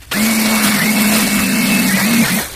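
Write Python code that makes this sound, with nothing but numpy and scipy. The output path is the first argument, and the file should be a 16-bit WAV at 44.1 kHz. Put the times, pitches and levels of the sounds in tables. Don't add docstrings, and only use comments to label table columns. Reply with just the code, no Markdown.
import sys
import numpy as np
from scipy import signal
from scipy.fft import rfft, irfft
from scipy.io import wavfile
from scipy.ndimage import uniform_filter1d

SR = 44100
rng = np.random.default_rng(int(sys.argv[2]) if len(sys.argv) > 2 else 0)


def ratio_of_db(decibels):
    return 10 ** (np.asarray(decibels, float) / 20)


def persist_wave(psi):
    counts = np.round(np.clip(psi, -1, 1) * 32767).astype(np.int16)
    wavfile.write(sys.argv[1], SR, np.atleast_2d(counts).T)


N = 112454

SLICE, FIRST_JOINT = 660, 330
FADE, JOINT_SCATTER = .5, .24
COUNT = N // SLICE + 3
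MIDS = (FIRST_JOINT + (np.arange(COUNT) - 1.5) * SLICE) / SR  # s, middle of each slice
LOCAL = (np.arange(2 * SLICE) - SLICE) / SR  # s, time about the middle
HZ = np.fft.rfftfreq(2 * SLICE, 1 / SR)
SHIFTS = JOINT_SCATTER * rng.uniform(-1, 1, (COUNT + 1, 1))


def along(points, hz):
    f, v = np.transpose(points)
    return np.interp(np.log(hz + 1), np.log(f + 1), v)


def per_slice(rows):
    s, *cols = np.transpose(rows)
    return [np.interp(MIDS, s, c)[:, None] for c in cols]


def bumps(s, long_s):
    return np.exp(-.5 * ((MIDS - s) / long_s) ** 2)[:, None]


def scatter_per_slice():
    return rng.standard_normal((COUNT, 1))


def drift(size):
    return uniform_filter1d(scatter_per_slice(), size=size, axis=0) * np.sqrt(size)


def join(rows, alike):
    place = LOCAL * SR / SLICE
    rise = place + .5 - SHIFTS[:-1]
    fall = .5 + SHIFTS[1:] - place
    ramp = np.clip(.5 + np.minimum(rise, fall) / FADE, 0, 1)
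    rows = rows * (ramp if alike else np.sin(np.pi / 2 * ramp))
    whole = rows[1:, :SLICE] + rows[:-1, SLICE:]
    return whole.ravel()[2 * SLICE - SLICE // 2 - FIRST_JOINT:][:N]


def filtered_noise(gain):
    return irfft(rfft(rng.standard_normal((COUNT, 2 * SLICE))) * gain)


def noise(gain, patchy_db):
    field = rng.standard_normal((COUNT, len(HZ)))
    field = uniform_filter1d(uniform_filter1d(field, size=7, axis=1), size=4, axis=0)
    field = field / field.std()
    hollows_db = 9 * np.clip(-field - 1.2, 0, 2)
    rows = filtered_noise(gain * ratio_of_db(patchy_db * field - hollows_db))
    return rows / rows.std()


# frequency in Hz, level in dB per Hz.
RUMBLE = [(12, -30), (25, -9), (40, -5), (65, 0), (90, -5), (130, -16), (250, -50)]
# time in seconds, length in seconds, level in dB.
THUMPS = [(.01, .01, -41), (.092, .012, -37), (.5, .02, -38), (1.27, .015, -39), (1.4, .02, -30),
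          (2.45, .02, -38), (2.53, .015, -36)]


def handling():
    size = ratio_of_db(-46 + 3 * scatter_per_slice())
    for s, long_s, db in THUMPS:
        size = size + ratio_of_db(db) * bumps(s, long_s)
    rumble = noise(ratio_of_db(along(RUMBLE, HZ)), patchy_db=5.5)
    rumble = rumble / rumble.std(axis=1, keepdims=True)
    rustle_colour = [(500, -30), (1800, 4), (5000, -8), (15000, -25)]  # (Hz, dB)
    rustle = noise(ratio_of_db(along(rustle_colour, HZ)), patchy_db=-4)
    rustle = ratio_of_db(-40.5) * bumps(.034, .008) * rustle
    return join(size * rumble + rustle, alike=False)


# time in seconds, length in seconds, level in dB, centre in Hz.
STRIKES = [(.121, 0.0065, -31, 1150), (.122, 0.0066, -22, 2900), (0.551, 0.036, -23, 880),
           (.65, 0.07, -23.5, 1520), (0.786, 0.038, -27.5, 1060), (0.97, 0.03, -27.5, 710),
           (1.146, 0.015, -30, 453), (1.402, 0.018, -23.5, 1399), (2.0, 0.021, -23, 1170),
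           (2.247, .015, -27, 695.4), (2.4, 0.017, -23.5, 650)]


def edge_roars():
    q = 1.48
    gain = 0
    for s, long_s, db, hz in STRIKES:
        detuning = q * (HZ / hz - hz / (HZ + 1))
        peak = 1 / np.sqrt(1 + detuning ** 4)
        same_power = 1 / np.sqrt(hz / q / HZ[-1])
        gain = gain + ratio_of_db(db) * bumps(s, long_s) * peak * same_power
    return join(filtered_noise(gain), alike=False)


# frequency at the start in Hz, frequency at the end in Hz, width in Hz, # depth
# in dB, wander as a share of the frequency.
NOTCHES = [(3390, 2920, 247, 12, 0.08), (6020, 7250, 400, 5, 0.023), (6800, 4990, 210, 18, 0.089),
           (10400, 10500, 210, 9, 0.071)]


def jet_notches(blowing):
    notch_db = 0
    for first_hz, last_hz, width_hz, depth_db, wander in NOTCHES:
        centre = np.linspace(first_hz, last_hz, COUNT)[:, None] * (1 + wander * drift(size=4))
        depth = depth_db * np.clip(.33 + 1.2 * drift(size=2), 0, 2) * blowing
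        notch_db = notch_db - depth * np.exp(-((HZ - centre) / width_hz) ** 2)
    return notch_db


def treble_ripple():
    period, first = 1024, 733
    since = (np.arange(N) - first + period // 2 + .0006 * SR) % period - period // 2
    dip_db = -8.5 * np.exp(-(since / SR / .0016) ** 2)
    ripple_db = 1.5 * np.cos(2 * np.pi * (4.05 * since / period + .02))
    return ratio_of_db(dip_db - ripple_db)


# time in seconds, level in dB.
JET = [(0, -51.5), (.03, -41), (.06, -49), (.107, -43.5), (.117, -21), (.15, -21), (.27, -20.5), (.55, -20),
       (.61, -21), (.65, -16), (.7, -19.5), (.9, -21.5), (1.17, -18), (1.3, -21), (2.39, -21), (2.44, -25),
       (2.49, -32), (2.55, -32.5)]
# frequency in Hz, level in dB per Hz.
BODY = [(180, -16), (300, -2), (370, -5.5), (662, -5.5), (908, -7.5), (2220, -5.5), (3260, -8.5),
        (4410, -7), (7000, -17), (9100, -15), (15400, -120)]
# frequency in Hz, level in dB per Hz.
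HISS = [(4000, -11), (6800, -4.5), (9460, -1.5), (13800, -4), (15400, -12)]


def jet():
    level_db, = per_slice(JET)
    notch_db = jet_notches(level_db > -35)
    under = ratio_of_db(-9.5) * (HZ > 110) * (HZ < 300)
    body = noise((ratio_of_db(along(BODY, HZ)) + under) * ratio_of_db(notch_db), patchy_db=1.5)
    body *= ratio_of_db(1.12 * scatter_per_slice())
    lag_s = .0097
    lag_db = -6.5 * bumps(TRIGGER[0][0] + lag_s, lag_s)
    hiss = noise(ratio_of_db(along(HISS, HZ) + notch_db), patchy_db=2.5)
    hiss *= ratio_of_db(-1 + lag_db + 1.43 * scatter_per_slice())
    rush = join(ratio_of_db(level_db) * body, alike=False) + edge_roars()
    return rush + treble_ripple() * join(ratio_of_db(level_db) * hiss, alike=False)


FULL_HZ = 225.5
# pressed in seconds, released in seconds.
TRIGGER = [
    (.105, .758),
    (.798, 1.88),
    (1.915, 1.962),
    (2.0, 2.218),
    (2.283, 2.378),
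]


def shaft_speed():
    warm_sag_hz_per_s, spin_up_s, coast_s = 3.3, .03, .12
    hz, now = np.zeros(COUNT), 0
    full = FULL_HZ - warm_sag_hz_per_s * MIDS
    for (on, off), (again, _) in zip(TRIGGER, TRIGGER[1:] + [(np.inf, 0)]):
        climbing = full + (now - full) * np.exp(-np.abs(MIDS - on) / spin_up_s)
        hz = np.where(MIDS >= on, climbing, hz)
        top = FULL_HZ - warm_sag_hz_per_s * off
        top += (now - top) * np.exp(-(off - on) / spin_up_s)
        hz = np.where(MIDS >= off, top * np.exp(-np.abs(MIDS - off) / coast_s), hz)
        now = top * np.exp(-(again - off) / coast_s)
    return hz[:, None] * (1 + .006 * scatter_per_slice())


# time in seconds, heard pitch in Hz, phase scatter in cycles, level in dB.
HUM = [(.15, 191.6, 0.079, -21.5), (.2, 199.6, 0.15, -14.5), (.26, 223.4, 0.039, -15.5),
       (.6, 215, 0.048, -16.5), (.75, 208.1, 0.087, -15), (.88, 211, 0.25, -15.5), (1.1, 208.9, 0.082, -15),
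       (1.25, 201.4, 0.22, -18), (1.42, 204, 0.13, -16), (1.52, 188, 0.24, -15.5), (1.85, 179.8, 0.17, -14),
       (1.95, 197.1, 0.089, -14), (2.05, 199.5, 0.072, -15.5), (2.12, 234.6, 0.052, -14),
       (2.22, 230.8, 0.048, -11.5), (2.32, 181.8, 0.12, -13.5), (2.39, 206, .2, -19),
       (2.45, 193, 0.22, -22)]
# frequency in Hz, gain in dB.
HOUSING = [(60, -40), (140, -18), (165, -9), (182, -5), (197, 0), (230, 0)]
# shaft order, level in dB relative to the hum.
OVERTONES = [(2, -33), (3, -23), (20, -30.5)]


def shaft_hum(hz):
    heard_hz, scatter, level_db = per_slice(HUM)
    slipping = np.cumsum(heard_hz * SLICE / SR + scatter * scatter_per_slice(), axis=0)
    turns = slipping + hz * LOCAL
    hum = np.sin(2 * np.pi * turns)
    for order, db in OVERTONES:
        hum = hum + ratio_of_db(db) * np.sin(2 * np.pi * order * turns)
    return ratio_of_db(level_db + along(HOUSING, hz) + 1.63 * scatter_per_slice()) * hum


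FAN_ORDER, BAR_ORDER = 10, 12
# time in seconds, fan level in dB, commutator level in dB.
WHINE = [(.1, -26, -39), (.3, -25, -63), (.59, -23, -26.5), (.64, -33, -44), (.72, -24.5, -31),
         (.8, -29.5, -46), (.85, -21, -35), (1.14, -29.5, -29), (1.221, -31, -30), (1.359, -25.5, -29),
         (1.48, -36, -27.5), (1.651, -23, -29), (1.75, -29, -18), (1.839, -28, -34), (1.949, -25.5, -25.5),
         (2.18, -26.5, -31), (2.39, -29, -29.5), (2.46, -62, -66)]


def whine(hz):
    sag_lift_db = 1.6 * (1 - hz / FULL_HZ) * 10
    slow_db = 80 * np.log10(np.clip(hz / 135, 1e-4, 1))
    rows = 0
    for order, db in zip((FAN_ORDER, BAR_ORDER), per_slice(WHINE)):
        level = ratio_of_db(db + sag_lift_db + slow_db + 3 * scatter_per_slice())
        rows = rows + level * np.sin(2 * np.pi * (order * hz * LOCAL + rng.random((COUNT, 1))))
    return rows


def blade_wash(hz):
    band = np.exp(-((HZ - (FAN_ORDER + .5) * hz) / 510) ** 2)
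    level_db = -7.5 + uniform_filter1d(per_slice(WHINE)[0], size=15, axis=0)
    return ratio_of_db(level_db) * noise(band, patchy_db=6.5) * (hz > 0)


def motor():
    hz = shaft_speed()
    return np.sqrt(2) * join(shaft_hum(hz) + whine(hz) + blade_wash(hz), alike=True)


def scene():
    return (handling() + jet() + motor())[None]


def top_cut(x):
    return signal.sosfilt(signal.butter(12, 15500, fs=SR, output="sos"), x)


def record(dry):
    kept = irfft(rfft(dry) * (np.fft.rfftfreq(N, 1 / SR) < 15480), N)
    return top_cut(kept)


dry = scene()
out = record(dry)
persist_wave(out)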